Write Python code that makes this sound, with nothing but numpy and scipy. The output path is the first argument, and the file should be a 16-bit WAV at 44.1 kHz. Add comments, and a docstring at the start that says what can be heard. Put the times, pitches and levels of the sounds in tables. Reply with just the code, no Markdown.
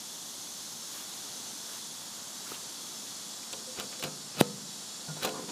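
"""A gas burner hisses steadily in a steel smoker outdoors: filtered noise plus narrow pipe resonances.
Someone walks over a lawn to it: swishes of grass noise, a heel knock, short pitched noise rasps.
A hand works the firebox latch: stick-slip pulses and clicks make it grate, noise and modes ring the steel.
The latch snaps free with a crack and a filtered air push, the box rings, then the latch
clanks against the loosened door."""
import sys
import numpy as np
from scipy import signal
from scipy.fft import rfft, irfft
from scipy.io import wavfile

SR = 44100
rng = np.random.default_rng(int(sys.argv[2]) if len(sys.argv) > 2 else 0)


def to_wav(s):
    """Save 16-bit WAV."""
    ch = np.atleast_2d(s).T  # columns
    pcm = np.round(np.clip(ch, -1, 1) * 32767)  # PCM
    wavfile.write(sys.argv[1], SR, pcm.astype(np.int16))


N = 242991
TIME = np.arange(N) / SR
SNAP_S = 4.4114  # the latch snaps free

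# approach to the firebox: time_s, nearness (0-1)
NEARNESS = [(0, 0), (2.2, 0.35), (3.0, 0.35), (3.7, 0.98), (5.5, 1)]


def from_db(db):
    """Decibels to amplitude gain."""
    return 10 ** (np.asarray(db) / 20)


def rms_one(x):
    """Scale to unit rms."""
    return x / np.sqrt(np.mean(x ** 2) + 1e-20)


def in_time(rows):
    """Join (time_s, value) rows by straight lines."""
    return np.interp(TIME, *np.transpose(rows))


def drift(rate_hz):
    """Random wander of unit rms: a new target rate_hz times a second, joined by lines."""
    return rms_one(np.interp(TIME * rate_hz, np.arange(2000), rng.standard_normal(2000)))


def flutter(depth_db, rate_hz):
    """Uneven gain of a loose contact, with unit rms."""
    return rms_one(from_db(depth_db * np.clip(drift(rate_hz), -2, 2)))


def swell(centre_s, half_length_s):
    """Gaussian envelope, down to 1/e at half_length_s from its centre."""
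    return np.exp(-((TIME - centre_s) / half_length_s) ** 2)


def burst(start_s, decay_s, rise_s):
    """Envelope that rises quickly and dies away exponentially."""
    age_s = np.maximum(TIME - start_s, 0)
    return (1 - np.exp(-age_s / rise_s)) * np.exp(-np.minimum(age_s / decay_s, 40))


def noise(spectrum, grain_db=0):
    """Unit-rms coloured noise; grain_db spreads the sample levels into unequal tiny clicks."""
    freq_hz, density_db = np.transpose(spectrum)
    grain = from_db(grain_db * np.clip(rng.standard_normal(N), -3, 3))
    white = rng.standard_normal(N) * grain
    bins_hz = np.maximum(np.fft.rfftfreq(N, 1 / SR), 1)
    colour = from_db(np.interp(np.log(bins_hz), np.log(freq_hz), density_db))
    return rms_one(irfft(rfft(white) * colour, N))


def ring(drive, freq_hz, t60_s):
    """Two-pole mode: a unit click rings it at about height 1; the zeros block DC."""
    radius = np.exp(-np.log(1000) / (t60_s * SR))
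    w = 2 * np.pi * freq_hz / SR
    return signal.lfilter([.5, 0, -.5], [1, -2 * radius * np.cos(w), radius * radius], drive + 1e-18)


def narrow_noise(freq_hz, width_hz):
    """Unit-rms noise through two cascaded resonances at one frequency, for steep skirts."""
    t60_s = np.log(1000) / (np.pi * width_hz)
    once = ring(rng.standard_normal(N), freq_hz, t60_s)
    return rms_one(ring(once, freq_hz, t60_s / 2))


def struck(modes, times_s, levels_db, tilts_db=0):
    """Each blow excites every mode of a steel part with its own strength; tilt_db favours high modes."""
    spread_db, pivot_hz = 1.5, 500
    chance = rng.standard_normal((len(times_s), len(modes)))
    out = np.zeros(N)
    for k, (freq_hz, mode_db, t60_s) in enumerate(modes):
        tilt_db = tilts_db * np.log2(freq_hz / pivot_hz)  # tilts are in dB per octave
        clicks = np.zeros(N)
        clicks[(times_s * SR).astype(int)] = from_db(levels_db + mode_db + tilt_db + spread_db * chance[:, k])
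        out += (-1) ** k * ring(clicks, freq_hz, t60_s)  # alternate polarity
    return out


def outdoors():
    """Low, slightly restless neighbourhood wash, which the smoker shields close up."""
    # wash colour: freq_hz, density_db (per Hz)
    wash_colour = [(25, -43), (60, -27), (100, -5), (150, -1), (215, 5), (300, 1.5), (450, -3),
                   (1000, -1.5), (1400, -4), (2200, -9.5), (4000, -35)]
    lawn_db, shield_db = -51.5, -2
    return noise(wash_colour) * from_db(lawn_db + shield_db * in_time(NEARNESS) + 0.87 * drift(rate_hz=2.17))


def burner():
    """A gas jet hisses through its pipe; colour and resonance balance change with nearness."""
    # hiss before trim: time_s, level_db
    hiss_level = [(0.0, -42), (0.44, -42), (1.52, -41), (2.16, -42.5), (3.06, -41.5), (4.63, -44),
                  (4.72, -42.5), (5.5, -43.5)]
    # jet from the lawn: freq_hz, density_db (per Hz)
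    jet_far = [(1500, -28), (2600, -9), (3400, 0.5), (4800, 0), (6400, 3), (8300, -2.5), (10200, -3.5),
               (12500, -8.5), (15500, -18.5)]
    # jet beside the firebox: freq_hz, density_db (per Hz)
    jet_near = [(1500, -37), (2600, -7.5), (3400, -2), (4600, 1.5), (7300, 1), (8300, -1.5), (9500, -3),
                (12000, -10.5), (15500, -21)]
    # pipe resonances: freq_hz, width_hz, far_db, near_db (relative to the jet)
    pipe = [(3415, 100, -15.5, -15.5), (3876, 28, -21.5, -17.5), (4305, 55, -19, -14), (4642, 30, -21, -16),
            (5398, 48, -19.5, -12), (5790, 24, -22, -16), (6160, 66, -13.5, -16.5), (6525, 80, -16, -23),
            (6782, 45, -20, -13), (7300, 120, -19, -13)]
    trim_db = -1.5
    near = np.clip(in_time(NEARNESS), 0, 1)
    hiss = np.sqrt(1 - near) * noise(jet_far) + np.sqrt(near) * noise(jet_near)
    for freq_hz, width_hz, far_db, near_db in pipe:
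        sway_db = 1.6 * drift(rate_hz=4)
        hiss += narrow_noise(freq_hz, width_hz) * from_db(far_db + near * (near_db - far_db) + sway_db)
    return hiss * from_db(in_time(hiss_level) + trim_db + 0.16 * drift(rate_hz=24))


def steps():
    """Grass blades crackle softly under each foot; the last heel knocks on the ground, a damped mode."""
    # swishes: centre_s, level_db
    swishes = [(.98, -46.5), (1.17, -52), (1.743, -49), (2.05, -56), (2.518, -46)]
    # grass colour: freq_hz, density_db (per Hz)
    grass = [(150, -25), (400, 11), (1300, 19), (2500, 14), (6000, 13), (11000, 13), (15500, 10.5)]
    half_length_s = 0.067
    heel_s, heel_hz, heel_t60_s, heel_db = 2.519, 374, 0.017, -29.5
    swish = sum(from_db(level_db) * swell(centre_s, half_length_s) for centre_s, level_db in swishes)
    heel_click = 1.0 * (np.arange(N) == int(heel_s * SR))
    heel = from_db(heel_db) * ring(heel_click, heel_hz, heel_t60_s)
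    return swish * noise(grass, grain_db=0.5) + heel


def short_rasps():
    """Short pitched noise rasps: shoe scuffs in the grass, and the chinks and knocks of the latch."""
    # rasps: centre_s, pitch_hz, half_length_s, level_db
    rasps = [(2.474, 1350, .016, -50), (2.521, 1230, 0.0071, -46.5), (2.544, 2800, 0.02, -49),
             (3.434, 2200, .005, -50.5), (3.53, 7200, 0.002, -35), (3.534, 3500, 0.0058, -35.5),
             (4.038, 2670, 0.011, -39), (5.09, 690, 0.019, -49), (5.172, 735, .008, -47),
             (5.253, 1160, 0.013, -39), (5.36, 980, 0.027, -45)]
    width_share = 0.3  # bandwidth / pitch
    out = np.zeros(N)
    for centre_s, pitch_hz, half_length_s, level_db in rasps:
        rasp = narrow_noise(pitch_hz, width_share * pitch_hz)
        out += from_db(level_db) * swell(centre_s, half_length_s) * rasp
    return out


def single_resonances(wander_hz=12, rise_s=0.0057):
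    """Single door or firebox resonances, tapped or rubbed, ring briefly with unsteady pitch and level."""
    # rings: start_s, pitch_hz, level_db, decay_s
    rings = [(3.533, 517, -44, .03), (3.671, 517, -44, 0.034), (3.998, 518, -44, 0.076),
             (4.385, 1275, -39, 0.026), (5.081, 152.7, -35, 0.046), (5.084, 1425, -44, 0.024),
             (5.243, 500, -31, .022), (5.345, 1036, -41, 0.041), (5.482, 946, -42, 0.027)]
    out = np.zeros(N)
    for start_s, pitch_hz, level_db, decay_s in rings:
        # wander_hz holds at 1 kHz and grows as the root of pitch
        unsteady_hz = pitch_hz + wander_hz * np.sqrt(pitch_hz / 1000) * drift(rate_hz=220)
        phase = 2 * np.pi * np.cumsum(unsteady_hz) / SR
        out += from_db(level_db) * burst(start_s, decay_s, rise_s) * np.sqrt(2) * np.sin(phase)
    return out * flutter(depth_db=1.8, rate_hz=110)


def sliding():
    """Rubbing strength of the bar: swells up to each stop, then dies; the snap cuts it off."""
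    # slides: stop_s, swelling_s, level_db
    slides = [(3.801, 0.016, -45), (3.929, 0.0045, -52), (4.042, 0.0045, -40), (4.411, 0.015, -27.5),
              (5.23, 0.0065, -39), (5.253, 0.016, -36.5), (5.491, 0.0034, -47)]
    release_s = 0.015
    out = np.zeros(N)
    for stop_s, swelling_s, level_db in slides:
        contact = TIME < SNAP_S if stop_s < SNAP_S + release_s else 1
        away = np.maximum((stop_s - TIME) / swelling_s, (TIME - stop_s) / release_s)
        out += from_db(level_db) * np.exp(-np.minimum(away, 20)) * contact
    return out


def stick_slip():
    """Rubbing steel catches and lets go at uneven intervals: short decaying pulses, unit rms."""
    slips_per_s, slip_decay_s = 380, 0.002
    starts_s = np.cumsum(rng.uniform(.4, 1.6, 5000)) / slips_per_s
    starts_s = np.append(0, starts_s)
    age_s = TIME - starts_s[np.searchsorted(starts_s, TIME, side="right") - 1]
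    return rms_one(np.exp(-age_s / slip_decay_s))


def latch():
    """Slips and clicks gate a bright grating, a dull body and, when hard, a top bite; both ring the bar."""
    # click edges: start_s, level_db, sharpness (0-1), body_db (relative to click), decay_s
    clicks = [(3.5272, -33, 0, -8, .0016), (3.775, -45, 0, 0, .0023), (3.788, -46, 0, 10, 0.0039),
              (3.799, -30.5, 0.64, 1, .0007), (3.803, -42, 0, 2, .0013), (3.807, -42, .05, 6, 0.0015),
              (3.927, -44, 0, 4, .001), (3.959, -43, 0, -6, .0008), (3.996, -31.5, .1, -13, .0007),
              (4.026, -31.5, .2, -2, 0.0033), (4.038, -30, .7, -10, .001), (4.039, -33, .15, -3, .001),
              (4.067, -46, 0, 0, .001), (4.4046, -26, 0.23, -11, .0023), (4.408, -25, .2, -3, .0015),
              (4.421, -37, .6, -11, .0013), (5.231, -36, 0.2, 2, 0.0027), (5.2418, -39, 0.4, -6, 0.0012),
              (5.2482, -32.5, 0.83, -8, .003), (5.254, -28, .03, -2, 0.001), (5.259, -39, .05, -3, 0.00063),
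              (5.272, -41, 0.2, 6, 0.0033), (5.2912, -36, 0, -3, 0.0028)]
    # hand-damped bar modes: freq_hz, level_db (relative to drive), t60_s
    bar = [(2575, -13, 0.054), (2970, -12.5, 0.079), (3340, -13, .08), (3680, -18, .06), (3885, -22, 0.053),
           (4072, -11, 0.14), (4830, -14, 0.074), (5970, -13, 0.077)]
    # grating colour: freq_hz, density_db (per Hz)
    grating_colour = [(70, -35), (350, -12), (900, 2), (2000, -19), (2650, 2.5), (3900, 7.5), (5000, -1),
                      (7000, -10), (9500, -5), (15500, -8.5)]
    # dull body colour: freq_hz, density_db (per Hz)
    body_colour = [(30, -45), (80, -33), (160, -2.5), (400, -1), (720, -2.5), (950, -11), (1400, -1.5),
                   (1950, -11.5), (2500, -4.5), (6000, -45)]
    # bite colour of the finest slips: freq_hz, density_db (per Hz)
    bite_colour = [(5000, -20), (6800, 3.5), (9000, -7), (12500, -2), (14800, -6), (15500, -20)]
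    body_db, body_follows = -19, 0.53  # body of a full-scale slide; dB gained per dB of grating
    hard_db, hard_follows = -14, 1.2  # slide level of full bite; how fast softer ones dull
    bite_db = 6.5  # sharpest edge, relative to its grating
    bar_top_db = -37  # harder clicks ring the bar no louder: it is pressed tight
    rubbed_db, rubbed_width_hz = -1, 70  # bar resonances while sliding

    rubbing, slips = sliding(), stick_slip()
    grating = rubbing * slips
    body = from_db(body_db) * rubbing ** body_follows * slips
    bite = grating * np.minimum(rubbing / from_db(hard_db), 1) ** hard_follows
    for start_s, level_db, sharpness, click_body_db, decay_s in clicks:
        click = from_db(level_db) * burst(start_s, decay_s, rise_s=0.000083)
        grating = grating + click
        body = body + from_db(click_body_db) * click
        bite = bite + sharpness * click
    rasp = grating * noise(grating_colour, grain_db=4.5) + body * noise(body_colour, grain_db=4.5)
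    rasp += from_db(bite_db) * bite * noise(bite_colour, grain_db=6)

    singing = rubbing * sum(from_db(mode_db + rubbed_db) * narrow_noise(freq_hz, rubbed_width_hz)
                            for freq_hz, mode_db, _ in bar)
    times_s, levels_db = np.transpose(clicks)[:2]
    return rasp + singing + struck(bar, times_s, np.minimum(levels_db, bar_top_db))


def knocks():
    """Each latch knock clacks; door (shudder, modes) and firebox (hollow boom, modes) share its force."""
    # blows: start_s, force_db, door_share (0-1), tilt_db (per octave; hardness)
    blows = [(3.532, -48.5, 0.75, 0), (3.802, -50, 0.66, 4), (3.825, -51.5, .3, 1),
             (4.036, -42.5, .65, -2.5), (4.068, -55, 0, 9), (4.369, -52.5, 0, -4.5), (4.413, -37.5, 0.2, 2),
             (5.08, -48, 0.4, -1), (5.166, -50, 0.7, -1), (5.244, -34, 0.83, 0),
             (5.2717, -41.5, 0.98, -1.5), (5.358, -53.5, 0.84, 3), (5.379, -46.5, 0.8, -3),
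             (5.484, -55, .95, -5)]
    # door modes: freq_hz, level_db (relative to force), t60_s
    door = [(229, -11, .7), (296, -10, 0.74), (351, -7, .6), (431, 1.5, 0.35), (517, 3.5, 0.4),
            (571, -13, .45), (694, -5, 0.45), (760, 0, .22), (912, -5, .3), (1023, -3.5, 0.38),
            (1072, -13, 0.69), (1176, -3.5, 0.18), (1438, -2.5, 0.21), (1490, -11, 0.15)]
    # firebox modes: freq_hz, level_db (relative to force), t60_s
    firebox = [(151.5, -0.5, 1.02), (177.7, -6.5, 1.3), (204.6, -2, 1.34), (260, -0.5, 0.81),
               (400, -8.5, .7), (483, 2, 0.38), (632, -16, 0.6), (893, -9, 0.45), (1275, -12, 0.38)]
    # clack colour: freq_hz, density_db (per Hz)
    clack_colour = [(50, -40), (150, -10), (300, 3), (480, 2), (750, 7), (900, -7), (1400, -6), (1900, -5),
                    (3000, -8), (6000, -35)]
    # door shudder colour: freq_hz, density_db (per Hz)
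    shudder_colour = [(90, -24), (200, 1), (330, 2), (500, -5), (720, -9), (900, -12), (1300, -14),
                      (1800, -24), (4000, -25), (7000, -45)]
    # firebox boom colour: freq_hz, density_db (per Hz)
    boom_colour = [(80, -22), (140, 5), (230, -8), (310, -11), (480, -9), (700, -22), (2000, -36)]

    times_s, force_db, share, tilt_db = np.transpose(blows)
    share = np.clip(share, .01, .99)
    door_db = force_db + 20 * np.log10(share)
    box_db = force_db + 20 * np.log10(1 - share)

    def bursts(levels_db, gain_db, decay_s, rise_s):
        """Sum one envelope per blow."""
        return sum(from_db(level_db + gain_db) * burst(start_s, decay_s, rise_s)
                   for start_s, level_db in zip(times_s, levels_db))

    clack = bursts(force_db, gain_db=-.5, decay_s=0.019, rise_s=0.00028) * noise(clack_colour, grain_db=-1)
    shudder = bursts(door_db, gain_db=-11.5, decay_s=0.21, rise_s=0.005) * noise(shudder_colour, grain_db=7.0)
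    boom = bursts(box_db, gain_db=-8.5, decay_s=0.18, rise_s=0.004) * noise(boom_colour)
    ringing = struck(door, times_s, door_db, tilt_db) + struck(firebox, times_s, box_db, tilt_db)
    return clack + flutter(depth_db=3, rate_hz=70) * (shudder + boom) + ringing


def snap(thump_db=-4, crack_db=-9.0, door_hz=172, door_q=1.5, soft_hz=2500):
    """The freed door jumps: a noise crack and one air push through a low-Q, second-order high-pass."""
    push_s, crack_s = .00085, .0005
    age = TIME - SNAP_S
    push = -np.clip(1.25 - (age / push_s) ** 2, 0, 1) * (age >= 0)
    push = signal.sosfilt(signal.butter(1, soft_hz, fs=SR, output="sos"), push + 1e-18)
    w = 2 * np.pi * door_hz
    thump = signal.lfilter(*signal.bilinear([1, 0, 0], [1, w / door_q, w * w], SR), push)
    crack = rng.standard_normal(N) * burst(SNAP_S, crack_s, rise_s=crack_s / 10)
    return from_db(thump_db) * thump + from_db(crack_db) * crack


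def scene():
    """Open air with no echo, identical in both channels."""
    walk = steps() + short_rasps()
    firebox_sounds = single_resonances() + latch() + knocks() + snap()
    mono = outdoors() + burner() + walk + firebox_sounds
    return np.array([mono, mono])


def record(dry):
    """The microphone loses the deep bass and the top is cut steeply."""
    bass_cut_hz, top_cut_hz = 45, 15400
    thin = signal.sosfilt(signal.butter(2, bass_cut_hz, "high", fs=SR, output="sos"), dry)
    return signal.sosfilt(signal.ellip(10, .2, 80, top_cut_hz, fs=SR, output="sos"), thin)


dry = scene()
out = record(dry)
to_wav(out)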